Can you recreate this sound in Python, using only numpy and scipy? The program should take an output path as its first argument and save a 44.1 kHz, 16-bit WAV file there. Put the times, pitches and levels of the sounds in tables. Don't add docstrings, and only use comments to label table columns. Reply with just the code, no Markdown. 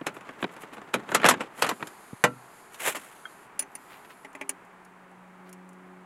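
import sys
import numpy as np
from scipy import signal
from scipy.fft import rfft, irfft, next_fast_len
from scipy.io import wavfile
from scipy.ndimage import map_coordinates

SR = 44100
rng = np.random.default_rng(int(sys.argv[2]) if len(sys.argv) > 2 else 0)


def wav_out(sig):
    wavfile.write(sys.argv[1], SR, np.round(np.clip(np.atleast_2d(sig).T, -1, 1) * 32767).astype(np.int16))


N = 267025
TIME = np.arange(N) / SR
RING = np.arange(SR // 2) / SR


def amp(db):
    return 10 ** (np.asarray(db) / 20)

def unit(x):
    return x / np.sqrt(np.mean(x ** 2) + 1e-20)

def unit_blow(x):
    return x / np.sqrt(np.sum(x ** 2) / (SR / 100) + 1e-20)

def along(points, hz):
    freqs, values = np.transpose(points)
    return np.interp(np.log(hz + 1), np.log(freqs), values)

def wobble(rate):
    return map_coordinates(rng.standard_normal(int(N * rate / SR) + 4), [TIME * rate])

def held(start, end, rise_db_per_s, fall_db_per_s):
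    return amp(-rise_db_per_s * np.maximum(start - TIME, 0) - fall_db_per_s * np.maximum(TIME - end, 0))

def swells(strokes):
    return sum(amp(db) * np.exp(-.5 * ((TIME - s) / (rise * np.where(TIME < s, 1, 1.73))) ** 2)
               for s, rise, db in strokes)

def chance_moments(start, end, count):
    return start + (end - start) * (np.arange(count) + rng.random(count)) / count

def add(track, s, sound):
    part = track[max(round(s * SR), 0):][:len(sound)]
    part += sound[:len(part)]

def colour(x, spectrum):
    size = 2 * next_fast_len(len(x) // 2 + 4096)
    gain = amp(along(spectrum, np.fft.rfftfreq(size, 1 / SR)))
    cepstrum = irfft(np.log(np.maximum(gain, 1e-6)))
    cepstrum[1:size // 2] *= 2
    cepstrum[size // 2 + 1:] = 0
    return irfft(rfft(x, size) * np.exp(rfft(cepstrum)))[:len(x)]

def band(x, edges, kind, order=3):
    return signal.sosfilt(signal.butter(order, edges, kind, fs=SR, output="sos"), x)

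def ring(modes, scatter_db, damping):
    hz, db, t60 = np.transpose(modes)[:, :, None]
    gain = amp(db + scatter_db * rng.standard_normal(hz.shape) - 60 * damping * RING / t60)
    return unit_blow(np.sum(gain * np.sin(2 * np.pi * (hz * RING + rng.random(hz.shape))), axis=0))

def friction(spectrum, rate, spread_db, slip_t60):
    slips = (rng.random(N) < rate / SR) * amp(spread_db * np.clip(rng.standard_normal(N), -2, 2))
    power = signal.lfilter([1], [1, -amp(-120 / (slip_t60 * SR))], slips ** 2)
    return unit(colour(np.sqrt(power) * rng.standard_normal(N), spectrum))


# (frequency [Hz], relative level [dB])
AIR_SPECTRUM = [(25, -20.5), (90, -20.5), (130, -10.5), (180, -7.5), (280, -8), (390, -4), (520, -11),
                (850, -2.5), (1350, -6), (2200, -12.5), (3500, -27), (5400, -35), (7200, -31),
                (10000, -32.5), (16000, -43.5)]
def outdoor_air():
    level_db = -50 - 0.62 * TIME + 0.82 * wobble(5.3)
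    return amp(level_db) * unit(colour(rng.standard_normal(N), AIR_SPECTRUM))

# (frequency [Hz], t60 before scaling by length [s])
TRUNK_DECAY = [(100, 0.39), (260, .19), (700, 0.1), (1840, 0.1), (4850, 0.075), (12800, 0.049)]
def clatter(length, snap, snap_t60):
    hz, t, noise = signal.stft(rng.standard_normal(len(RING)), SR, nperseg=256)
    uneven_db = 4 * rng.standard_normal((len(hz), 1)) * (hz[:, None] > 800)
    decay_db = -60 * t / (max(length, .2) * along(TRUNK_DECAY, hz)[:, None])
    tail = signal.istft(noise * amp(uneven_db + decay_db), SR, nperseg=256)[1][:len(RING)]
    return tail * (1 + snap * amp(-60 * RING / snap_t60))

USUAL_CRACK_DB = -12
# (frequency [Hz], relative level [dB])
PLASTIC_SPECTRUM = [(29, -60), (50, -39), (128, -10), (258, 2.5), (532, 0), (615, -2.5), (765, -5),
                    (1070, -3.5), (1180, -3.5), (2880, -12), (5530, -23.5), (7570, -17.5), (8340, -23),
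                    (11400, -21), (16000, -41)]
# (frequency [Hz], relative level [dB], t60 at damping 1 [s])
COVER_MODES = [(126, -17.5, 0.29), (150.5, -20, .19), (203, -14, 0.13), (250, -14, 0.18), (294, -14.5, .15),
               (490.4, 1.5, 0.09), (607, -2, 0.073), (700, -15, .08), (1025, -14.5, .08),
               (1350, -12.5, 0.15), (1390, -5.5, 0.081), (1550, -6, 0.066), (1780, -2, .045),
               (1961, -0.5, 0.054), (2140, -10.5, 0.043), (2450, -9.5, 0.05), (2720, -11, 0.05),
               (2880, -15, 0.074), (3470, -14.5, 0.034)]
def contact(db, crack_db, seated):
    harder_db = crack_db - USUAL_CRACK_DB
    hardness = amp(0.32 * harder_db)
    usual_thud_db, usual_length = (-5.5, .8) if seated else (-10.5, 0.92)
    thud_db = usual_thud_db - 0.33 * harder_db
    length = usual_length * np.exp(-0.0041 * db + 0.08 * min(harder_db, 0))
    onset = 1 - np.exp(-RING * hardness / .0006)
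    blow = colour(clatter(length, snap=1.15 * hardness, snap_t60=0.0054) * onset, PLASTIC_SPECTRUM)
    thud = amp(thud_db) * unit_blow(band(blow, 470, "low"))
    clack = unit_blow(band(blow, [700, 3300], "band"))
    top_hz = min(12500 * np.sqrt(hardness), .45 * SR)
    crack = amp(crack_db) * unit_blow(band(band(blow, 4700, "high"), top_hz, "low"))
    modes = ring(COVER_MODES, scatter_db=1, damping=1.5 / length) * onset
    hollow = amp(thud_db - 2) * band(modes, 110, "high", order=2)
    return amp(db - 7.5) * (thud + clack + crack + hollow)

GRIP_START_S, GRIP_END_S = .07, 1.9
FREE_S = 1.14
# (time [s], relative level [dB], crack above the clack [dB])
COVER_CONTACTS = [(0.012, -35, -54), (0.0666, -19, -8.5), (0.166, -33.5, -21), (0.290, -32, -21),
                  (0.4266, -21.5, -28), (0.4414, -20.5, -25.5), (0.634, -36.5, -18), (0.732, -36.5, -13),
                  (0.780, -35.5, -23), (0.940, -13.5, -10.5), (1.09, -28.5, -19), (1.117, -20.5, -15.5),
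                  (1.1471, -8, -5.5), (1.199, -26, -21), (1.216, -26.5, -16), (1.232, -18, -25),
                  (1.2431, -8, -20), (1.2525, -7, -17), (1.2612, -8.5, -9), (1.287, -5.5, -5),
                  (1.296, -15, -0.5), (1.309, -12, -10.5), (1.338, -22, -18), (1.406, -21, -19),
                  (1.412, -28, -11), (1.6218, -11, -7), (1.644, -17.5, -14), (1.665, -21, -10),
                  (1.691, -17, -6.5), (1.712, -20.5, -21), (1.806, -36.5, -36), (1.8255, -23.5, -22.5),
                  (1.871, -36.5, -0.5), (2.2393, -8, -9), (2.744, -42, 0.5), (2.873, -19.5, -13),
                  (2.948, -25, -11), (2.965, -32, -4)]
def cover_tabs():
    out = np.zeros(N)
    for s, db, crack_db in COVER_CONTACTS:
        add(out, s, contact(db, crack_db, seated=s < FREE_S))
        if crack_db > USUAL_CRACK_DB and s < GRIP_END_S:
            add(out, s - 0.0039, contact(db - 14.5, USUAL_CRACK_DB, seated=s < FREE_S))
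    for s in chance_moments(GRIP_START_S, FREE_S, count=12):
        db, crack_db = rng.normal([-39.5, -15.5], 2)
        add(out, s, contact(db, crack_db, seated=True))
    return out

def cover_creak():
    load_and_relax = 258.5, 169.5
    strain = amp(-55 + 1.5 * wobble(13.33)) * held(GRIP_START_S, GRIP_END_S, *load_and_relax)
    for s, db, _ in COVER_CONTACTS:
        if GRIP_START_S < s < GRIP_END_S:
            strain = np.maximum(strain, amp(-31 + .45 * db) * held(s, s, *load_and_relax))
    slips = friction(PLASTIC_SPECTRUM, rate=150, spread_db=3.5, slip_t60=.07)
    return band(strain * slips, 3600, "low", order=1)

# (peak time [s], rise [s], level [dB])
COVER_STROKES = [(0.155, 0.0094, -52), (0.418, .008, -47.5), (0.525, .008, -52), (0.615, .012, -49),
                 (0.742, .006, -53.5), (1.104, 0.004, -44), (1.605, 0.031, -43.5), (2.745, 0.018, -52),
                 (2.807, 0.0064, -32.5), (2.866, 0.02, -27.5), (2.961, 0.0062, -36), (3.03, 0.06, -52)]
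# (frequency [Hz], relative level [dB])
LINING_SPECTRUM = [(60, -37), (160, -15), (400, -5.5), (1000, -1.5), (2000, 0), (3100, -5.5), (4500, -17.5),
                   (6000, -15.5), (7200, -7.5), (8500, -10), (11000, -8), (13000, -13.5), (14200, -23),
                   (16000, -24)]
def cover_scrape():
    return swells(COVER_STROKES) * friction(LINING_SPECTRUM, rate=1700, spread_db=10, slip_t60=0.046)

# (frequency [Hz], relative level [dB])
HISS_SPECTRUM = [(2000, -19), (3200, -4.5), (5500, -11.5), (7200, -4.5), (8300, -6.5), (11000, -2),
                 (12600, -11), (14000, -19), (16000, -29.5)]
# (start [s], end [s], starting level [dB])
HISS_TIMES = [(1.743, 3.039, -58), (3.162, 3.45, -60.5), (3.822, 4.25, -64)]
def hiss():
    direct = colour(rng.standard_normal(N), HISS_SPECTRUM)
    lag_s = 0.00045 * (1 + 0.081 * wobble(2.7))
    echo = map_coordinates(direct, [(TIME - lag_s) * SR])
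    spells = sum(amp(db - 4 * (TIME - start)) * held(start, end, rise_db_per_s=110, fall_db_per_s=500)
                 for start, end, db in HISS_TIMES)
    return spells * amp(wobble(17)) * unit(direct + 0.29 * echo)

# (time [s], level [dB], treble limit [Hz], damping [ratio])
COVER_KNOCKS = [(2.131, -35.5, 282, 8.2), (2.2389, -13.5, 4990, 0.62), (3.445, -61, 149.9, 2.9)]
def cover_knocks():
    out = np.zeros(N)
    for s, db, top_hz, damping in COVER_KNOCKS:
        modes = ring(COVER_MODES, scatter_db=1, damping=damping)
        add(out, s, amp(db) * unit_blow(band(modes, [115, top_hz], "band", order=2)))
    return out

# (frequency [Hz], relative level [dB], t60 [s])
HANDLE_MODES = [(1310, 1, 0.027), (1513, 4.5, 0.028), (1770, -7, 0.04), (2130, -10, 0.044),
                (3230, -5, 0.06)]
# (time [s], level [dB])
PICKUP_TAPS = [(3.254, -34.5)]
def spanner_pickup():
    out = np.zeros(N)
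    onset = 1 - np.exp(-RING / .0008)
    for s, db in PICKUP_TAPS:
        add(out, s, amp(db) * ring(HANDLE_MODES, scatter_db=1, damping=1) * onset)
    return out

# (frequency [Hz], relative level [dB], t60 at damping 1 [s])
STEEL_MODES = [(2320, -23, 0.085), (2824, -17, 0.056), (4420, -27.5, 0.072), (6150, -14, 0.064),
               (6600, -19, 0.03), (7180, -10, 0.041), (9420, 1, 0.025), (9910, -0.5, 0.042),
               (9640, 6, 0.028), (10920, -18.5, 0.043), (14000, -13.5, .03), (14790, -21.5, .05)]
CASE_MODES = [(274, -1, 0.19), (399, -7, 0.24), (605, 2, 0.062), (857, -2.5, 0.1), (1102, -3, 0.042)]
# (frequency [Hz], relative level [dB])
NUT_SPECTRUM = [(150, -32), (500, -9), (1000, -7), (2700, -3), (3700, -17), (5200, -6.5), (7200, 2.5),
                (8300, -5.5), (9800, 3), (12000, -6.5), (15000, -15)]
# (time [s], clack level [dB], ring level [dB], damping by the grip [ratio])
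SPANNER_CLINKS = [(3.5924, -44.5, -21.5, 0.68), (3.623, -43.5, -38, 1.2), (3.7519, -50, -35.5, .95),
                  (4.247, -42, -66, 1.3), (4.351, -40, -61, 1.5), (4.412, -33.5, -55, 1.3),
                  (4.4924, -39, -22.5, 1.37)]
def spanner_clinks():
    out = np.zeros(N)
    onset = 1 - np.exp(-RING / 0.0011)
    for s, clack_db, ring_db, grip in SPANNER_CLINKS:
        steel = amp(ring_db) * ring(STEEL_MODES, scatter_db=1.5, damping=grip)
        case = amp(clack_db - 2) * band(ring(CASE_MODES, scatter_db=2, damping=1), 200, "high")
        terminal = band(clatter(0.62, snap=0.28, snap_t60=.006), [1800, 2550], "band", order=2)
        clack = amp(clack_db) * unit_blow(terminal)
        tick_gain = np.hypot(amp(clack_db - 10.5), amp(ring_db - 8.5))
        tick = tick_gain * unit_blow(colour(clatter(0.67, snap=0.33, snap_t60=0.0057), NUT_SPECTRUM))
        add(out, s, (steel + clack + tick) * onset + case)
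    return out

# (time [s], frequency [Hz])
WHISTLE_PATH = [(3.74, 11600), (3.859, 12500), (4.1, 11200), (4.249, 9960), (4.31, 9000)]
def whistle():
    times, hz = np.transpose(WHISTLE_PATH)
    carrier = np.sin(2 * np.pi * np.cumsum(np.interp(TIME, times, hz)) / SR)
    narrow = unit(carrier * band(rng.standard_normal(N), 330, "low", order=2))
    return amp(-71.5) * held(times[0], times[-1], rise_db_per_s=110, fall_db_per_s=500) * narrow

# (peak time [s], rise [s], level [dB])
HAND_SLIDES = [(3.93, .022, -49.5), (4.05, .004, -53), (4.108, 0.01, -51), (5.475, 0.011, -59)]
# (time [s], relative level [dB])
NUT_TICKS = [(5.493, -46), (5.5285, -37.5), (5.691, -47.5), (5.7309, -53)]
def fingers():
    skin_spectrum = [(200, -8), (900, 4), (3000, -1), (6000, -17), (15000, -17)]
    out = swells(HAND_SLIDES) * friction(skin_spectrum, rate=900, spread_db=5, slip_t60=0.024)
    faint_ticks = [(s, rng.normal(-52.5, 4)) for s in chance_moments(3.7, 5.25, count=6)]
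    for s, db in NUT_TICKS + faint_ticks:
        tick = colour(clatter(0.7, snap=1.3, snap_t60=0.0025), NUT_SPECTRUM)
        add(out, s, amp(db - 11.5) * unit_blow(tick))
    return out

# (multiple of the fundamental, relative level [dB])
ENGINE_HARMONICS = [(2, -3.5), (3, -20), (4, -12.5), (6, -16)]
def engine():
    fundamental_hz, peak_s = 91.5, 5.55
    phase = 2 * np.pi * np.cumsum(fundamental_hz * (1 + 0.00317 * wobble(4.9))) / SR
    hum = sum(amp(db + (0.5 if k == 2 else 3.5) * wobble(7)) * np.sin(k * phase)
              for k, db in ENGINE_HARMONICS)
    return amp(-50.5) * held(peak_s, peak_s, rise_db_per_s=14.5, fall_db_per_s=3.5) * unit(hum)

def scene():
    return (outdoor_air() + cover_tabs() + cover_creak() + cover_scrape() + hiss() + cover_knocks()
            + spanner_pickup() + spanner_clinks() + whistle() + fingers() + engine())[None]

def record(dry):
    rounded = dry / (1 + np.abs(dry) ** 6) ** (1 / 6)
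    hz = np.fft.rfftfreq(N, 1 / SR)
    return irfft(rfft(rounded) / (1 + (hz / 15900) ** 200), N)


dry = scene()
out = record(dry)
wav_out(out)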